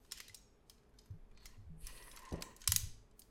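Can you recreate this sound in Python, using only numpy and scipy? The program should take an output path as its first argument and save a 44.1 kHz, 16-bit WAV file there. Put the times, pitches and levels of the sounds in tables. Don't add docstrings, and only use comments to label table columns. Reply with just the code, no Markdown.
import sys
import numpy as np
from scipy import signal
from scipy.io import wavfile

SR = 44100
rng = np.random.default_rng(int(sys.argv[2]) if len(sys.argv) > 2 else 0)


def natural_amplitude(level_db):
    exponent = np.asarray(level_db, float) / 20
    return 10 ** exponent


def inscribe(sig):
    pcm = np.round(np.clip(np.atleast_2d(sig).T, -1, 1) * 32767)
    wavfile.write(sys.argv[1], SR, pcm.astype(np.int16))


N = 145530

# (frequency [Hz], level [dB], t60 [s])
SHELL_MODES = [(1050, -3, .02), (1450, -12, .015), (1950, -3, .02), (2400, -6, .015), (3190, -3, .012),
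               (4170, -4, .012), (5200, -2, .012), (5990, -1, .012), (6730, 0, .012), (7650, -2, .01),
               (8580, -3, .01), (10500, -5, .008), (12300, -4, .008), (13500, -7, .008)]


def rms_one(x):
    return x / np.sqrt(np.mean(x ** 2) + 1e-20)


def at_hz(points, hz):
    table_hz, values = np.transpose(points)
    return np.interp(np.log(hz), np.log(table_hz), values)


def band(x, low_hz, high_hz, order=2):
    sos = signal.butter(order, [low_hz, min(high_hz, .45 * SR)], "band", fs=SR, output="sos")
    return signal.sosfilt(sos, x)


def cut(x, top_hz):
    return signal.sosfilt(signal.ellip(8, .5, 60, top_hz, fs=SR, output="sos"), x)


def drift(rate_hz):
    r = np.exp(-80 * np.pi * rate_hz / SR)
    slow = signal.lfilter([1], [1, -2 * r, r * r], rng.standard_normal(N // 40 + 2002))[2000:]
    return np.interp(np.arange(N) / 40, np.arange(len(slow)), rms_one(slow - slow.mean()))


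def ring(x, hz, t60_s):
    r, w = natural_amplitude(-60 / (t60_s * SR)), 2 * np.pi * hz / SR
    return signal.lfilter([0, np.sin(w)], [1, -2 * r * np.cos(w), r * r], x + 1e-18)


def resonant_noise(peaks):
    return sum(natural_amplitude(db) * rms_one(ring(rng.standard_normal(N), hz, 2.2 / width_hz)) for hz, width_hz, db in peaks)


def add(out, x, s):
    i = int(s * SR)
    out[i:i + len(x)] += x[:N - i]


def coloured(spectrum, patchy_db):
    out, edges_hz = 0, 40 * 2 ** np.arange(0, 9.1, .5)
    white = rng.standard_normal((2, N))
    for k, (low_hz, high_hz) in enumerate(zip(edges_hz, edges_hz[1:])):
        gain = natural_amplitude(at_hz(spectrum, np.sqrt(low_hz * high_hz)) + patchy_db * drift(12.0))
        out = out + gain * band(white[k % 2], low_hz, high_hz)
    return rms_one(out)


def quiet_air():
    # (frequency [Hz], density [dB per Hz])
    air_spectrum = [(40, 4.5), (82, -20), (215, -17), (420, -23.5), (800, -24.5), (2000, -34),
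                    (5000, -45.5), (13000, -48)]
    # (frequency [Hz], width [Hz], level [dB])
    hum_peaks = [(63, 26, -85), (125, 24, -78.5), (228, 49, -77.5), (416.8, 46, -77.5)]
    air_db, hiss_top_hz = -69.5, 12800
    return natural_amplitude(air_db) * cut(coloured(air_spectrum, patchy_db=0.5), hiss_top_hz) + resonant_noise(hum_peaks)


def stroke(start_s, length_s):
    rise_s, fade_s, flicker_db = .07, .07, 1.2
    t = np.arange(N) / SR - start_s
    shape = np.clip(t / rise_s, 0, 1) ** 2 * np.exp(-np.maximum(t - length_s, 0) / fade_s)
    return shape * natural_amplitude(flicker_db * drift(25))


def sliding():
    # (start [s], length [s], level [dB], centre [Hz], width [octaves])
    slides = [(-.05, 0.029, -79, 12900, 0.2), (-.05, 0.4, -80, 5200, 2.3), (0.076, 0.14, -62.5, 3420, 1.56),
              (0.93, 0.078, -80, 5000, 0.79), (1.33, 0.13, -73, 4000, 0.41), (1.39, 0.038, -77, 12100, 0.3),
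              (1.39, 0.038, -69.5, 6900, 1), (.64, 0.033, -75, 5900, 1.1), (.64, 0.051, -85, 12300, 0.35),
              (1.79, 0.14, -70, 6900, 0.71), (2.0, 0.19, -74.5, 5480, .4), (1.755, 0.35, -63.5, 9940, 0.45),
              (1.78, 0.21, -65, 3070, 1.3), (1.79, 0.32, -76.5, 13800, 0.45), (2.2, 0.14, -76, 7330, 0.8),
              (2.552, 0.27, -67, 2840, 2.8), (3.134, 0.045, -73, 8700, 2), (1.85, 0.62, -71, 438, 1.09),
              (2.141, 0.35, -66.5, 997, 0.37), (2.367, 0.021, -68, 14100, 0.36)]
    # (start [s], length [s], level [dB], centre [Hz])
    singing = [(.3, .12, -74, 5490), (.3, .09, -76, 6650), (.31, .07, -80, 3850), (.31, .07, -82, 7690),
               (.3, .06, -85, 8630), (.63, .08, -87, 8810), (.64, .07, -86, 3870), (.92, .14, -86, 11800),
               (.93, .07, -85, 3650), (1.37, .08, -85, 11900), (1.31, .1, -82, 4300), (2.14, .2, -72, 1050),
               (1.82, .2, -77, 1950), (2.25, .25, -78, 1850), (1.74, .15, -79, 9000),
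               (1.85, .15, -79, 2700)]
    # (frequency [Hz], width [Hz], level [dB])
    hollow_peaks = [(1030, 110, 0), (1900, 220, -3), (2750, 400, -7), (4250, 600, -12)]
    # (start [s], length [s], level [dB])
    cupped = [
        (1.36, 0.16, -72),
        (1.815, 0.34, -66),
        (2.172, 0.3, -64),
    ]
    grit_per_s, grit_db, singing_width_octaves, streak_db = 1500, 6, .028, -36
    grit = 1 + natural_amplitude(grit_db) * (rng.random(N) < grit_per_s / SR) * rng.exponential(size=N)
    hiss = np.zeros(N)
    for s, length_s, db, hz, octaves in [*slides, *[(*row, singing_width_octaves) for row in singing]]:
        half = 2 ** (octaves / 2)
        rub = rms_one(band(grit * rng.standard_normal(N), hz / half, hz * half, order=3))
        hiss += natural_amplitude(db) * stroke(s, length_s) * rub
    streaks = sum(ring(hiss, hz, 2 * t60_s) * (-1) ** k for k, (hz, db, t60_s) in enumerate(SHELL_MODES))
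    hollow = rms_one(band(resonant_noise(hollow_peaks), 1000, 6000)) * natural_amplitude(2.1 * drift(45))
    cupping = sum(natural_amplitude(db) * stroke(s, length_s) for s, length_s, db in cupped)
    return hiss + natural_amplitude(streak_db) * streaks + hollow * cupping


def table():
    # (time [s], peak [dB], pitch [Hz], t60 [s])
    thuds = [(0.292, -52.5, 99, 0.15), (0.931, -60, 253, 0.14), (1.102, -34, 98, 0.13),
             (1.136, -44.5, 158, 0.12), (1.578, -44.5, 100, 0.23), (1.662, -42, 76.4, 0.2),
             (1.698, -46, 160, 0.4), (2.323, -31, 74.4, 0.089), (2.333, -44.5, 165.7, 0.27),
             (2.687, -22, 82.6, 0.085), (2.699, -40, 103.3, 0.7), (2.732, -40.5, 162, 0.17),
             (2.77, -47.5, 98.5, 0.19), (2.832, -26, 79.1, 0.073), (2.86, -47.5, 153, 0.14),
             (2.899, -51, 50.95, 0.28)]
    # (time [s], level [dB])
    sway = [(0, -72), (1.05, -73.5), (1.2, -60), (1.75, -53.5), (1.85, -48.5), (2.1, -60.5), (2.3, -61.5),
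            (2.34, -49.5), (2.45, -64), (2.66, -64.5), (2.72, -47.5), (2.9, -50.5), (3.0, -61.5),
            (3.3, -71.5)]
    thud_rise_s, sway_hz, sway_width_hz = 0.0086, 27.55, 21.4
    bump_s, bump_db, bump_t60_s, bump_top_hz, bump_lump_db = 2.32, -43.5, 0.45, 510, 3.5
    out, t = np.zeros(N), np.arange(SR) / SR
    for s, db, hz, t60_s in thuds:
        envelope = natural_amplitude(db - 60 * t / t60_s) * (1 - np.exp(-t / thud_rise_s))
        add(out, envelope * np.sin(2 * np.pi * hz * t), s)
    lumps = rms_one(band(rng.standard_normal(N), 48, bump_top_hz, order=3)) * natural_amplitude(bump_lump_db * drift(74))
    add(out, natural_amplitude(bump_db - 60 * t / bump_t60_s) * lumps[:SR], bump_s)
    sway_db = np.interp(np.arange(N) / SR, *np.transpose(sway))
    return out + natural_amplitude(sway_db) * resonant_noise([(sway_hz, sway_width_hz, 0)])


def contact(push, row, luck, ring_db, top_hz):
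    shell_db, mode_spread_db, detune, main_ring_t60_s = -27, 2.5, .04, .012
    low_edge_hz, low_split_hz, high_split_hz = 950, 3000, 8500
    s, db, hz, low_db, high_db = row
    shell = sum(natural_amplitude(mode_db + mode_spread_db * a) * ring(push, mode_hz * (1 + detune * b), t60_s)
                for (mode_hz, mode_db, t60_s), a, b in zip(SHELL_MODES, *luck))
    hit = band(push + natural_amplitude(shell_db) * shell, low_edge_hz, top_hz, order=5)
    low = natural_amplitude(low_db) * band(hit, low_edge_hz, low_split_hz)
    middle = band(hit, low_split_hz, high_split_hz)
    high = natural_amplitude(high_db) * band(hit, high_split_hz, 15000)
    main_ring = natural_amplitude(ring_db) * ring(push, hz, main_ring_t60_s * 6000 / hz)
    hit = middle - low - high + main_ring
    return natural_amplitude(db - 12) * hit / np.sqrt(np.sum(hit ** 2) / 441)


def plastic():
    # (time [s], peak [dB], main ring [Hz], low part [dB], high part [dB])
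    twist = [
        (0.048, -59, 3980, 1, -25),
        (0.112, -43, 5670, -9, -20),
        (0.1195, -29.5, 5290, -7.5, -3.5),
        (0.173, -42, 7600, -4.5, -9),
        (0.183, -46.5, 7150, -3, 2),
        (0.2016, -35, 1963, -3, 0),
        (0.281, -44, 3970, -11, 1),
        (0.2948, -45.5, 2030, -18, -19),
        (0.3446, -37.5, 5650, -20, 1),
    ]
    # (time [s], peak [dB], main ring [Hz], low part [dB], high part [dB])
    ticks = [(0.6967, -43.5, 5300, -4.5, 1), (0.7801, -64.5, 4170, 1, -18), (0.832, -70, 6600, 2, -19),
             (0.892, -73, 10600, -6, 6), (0.939, -66, 1540, 2, -6), (0.985, -60, 3630, -12, -28),
             (0.9872, -48.5, 5110, -19, -17), (1.0152, -64.5, 5000, -2, -17), (1.045, -85, 14000, -15, 18),
             (1.058, -59.5, 11300, 9, 12), (1.1069, -66, 12300, -1, -7), (1.313, -63.5, 2380, 4, -5),
             (1.3486, -68, 2420, 3, -20), (1.3739, -53, 2350, 7, -36), (1.4016, -63, 2400, -5, -12),
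             (1.4558, -40.5, 2054, -16, 0.5), (1.4631, -45.5, 5600, -24, -24),
             (1.5403, -76, 11400, -18, 19), (3.111, -65, 3100, -20, -14),
             (3.1928, -42.5, 13040, -14.5, 18.5), (3.2184, -49, 4880, -26, -9)]
    # (time [s], peak [dB], main ring [Hz], low part [dB], high part [dB])
    knocks = [(1.8682, -35, 5480, -4.5, 9), (1.976, -50.5, 4220, -6, -20), (2.024, -49.5, 5500, -8, -6),
              (2.1136, -45.5, 3900, -6, -25), (2.162, -44, 7140, -13, 5), (2.1713, -41.5, 4550, 4, -14),
              (2.1905, -46.5, 12400, 8, 11), (2.219, -58, 7100, -13, -4), (2.229, -56, 12700, -18, 13),
              (2.2517, -50, 5630, -18, 1), (2.26, -55, 4000, -10, -17), (2.2883, -50.5, 6500, -15, -15),
              (2.308, -51, 6400, -5, -14), (2.3247, -44.5, 9000, -4, -5), (2.337, -56, 8500, -16, -7),
              (2.357, -55, 8540, -10, -8), (2.4085, -49, 4520, -18, -1.5), (2.5636, -46.5, 6700, -26, 8),
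              (2.598, -60.5, 11000, -5, 8.5), (2.6068, -54, 12500, -16, 1.5),
              (2.6164, -43, 6450, -17.5, -10), (2.6403, -45, 7100, 5, -1.5)]
    # (time [s], peak [dB], main ring [Hz], low part [dB], high part [dB])
    ratchet = [
        (2.4219, -30.5, 7750, -2, -4.5),
        (2.422, -34, 3800, -4.5, -9),
        (2.676, -44, 7450, -10.5, -1.5),
        (2.675, -15.5, 5500, -8.5, 1.5),
        (2.7196, -16, 6700, -7, 6),
        (2.7611, -15, 6470, -8.5, 10.5),
    ]
    chatter_s, snap_s, rise_s, spread_db = 0.0045, 0.0028, 0.00022, 2.5
    near_ring_db, far_ring_db = -18.5, -27
    near, around, t = np.zeros(N), np.zeros(N), np.arange(2000) / SR
    click = 1. * (t == 0)
    for rows, decay_s in [(twist, chatter_s), (ticks, chatter_s), (knocks, chatter_s), (ratchet, snap_s)]:
        for row in rows:
            spread = natural_amplitude(spread_db * np.minimum(rng.exponential(size=len(t)), 4))
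            chatter = spread * rng.standard_normal(len(t))
            push = chatter * (1 - np.exp(-t / rise_s)) ** 2 * np.exp(-t / decay_s)
            luck = rng.standard_normal((2, len(SHELL_MODES)))
            top_hz = 16200 if row[1] > -44 else 14000
            add(near, contact(push, row, luck, near_ring_db, top_hz), row[0])
            add(around, contact(click, row, luck, far_ring_db, top_hz), row[0])
    return near, around


def room(x):
    # (frequency [Hz], t60 [s])
    decay = [(800, 0.32), (2100, 0.45), (5600, 0.47), (14700, 0.2)]
    room_db, gap_s, echo_s, echo_db = -12, .006, .02, -30
    t, edges_hz = np.arange(SR // 2) / SR, 500 * 2 ** np.arange(0, 5.6, .5)
    tail = np.zeros(len(t))
    for low_hz, high_hz in zip(edges_hz, edges_hz[1:]):
        t60_s = at_hz(decay, np.sqrt(low_hz * high_hz))
        tail += band(rng.standard_normal(len(t)), low_hz, high_hz) * natural_amplitude(-60 * t / t60_s)
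    tail = tail * (1 - np.exp(-(t / gap_s) ** 2))
    tail = natural_amplitude(room_db) * tail / np.sqrt(np.sum(tail ** 2))
    tail[int(echo_s * SR)] += natural_amplitude(echo_db)
    return signal.fftconvolve(x, tail)[:N]


def scene():
    near_top_hz, far_top_hz = 16200, 15900
    near, around = plastic()
    far = room(around) + sliding()
    return (cut(near, near_top_hz) + cut(far, far_top_hz) + table() + quiet_air())[None]


def roll_off(x):
    return signal.sosfilt(signal.butter(12, 16850, fs=SR, output="sos"), x)


def record(dry):
    return roll_off(dry)


dry = scene()
out = record(dry)
inscribe(out)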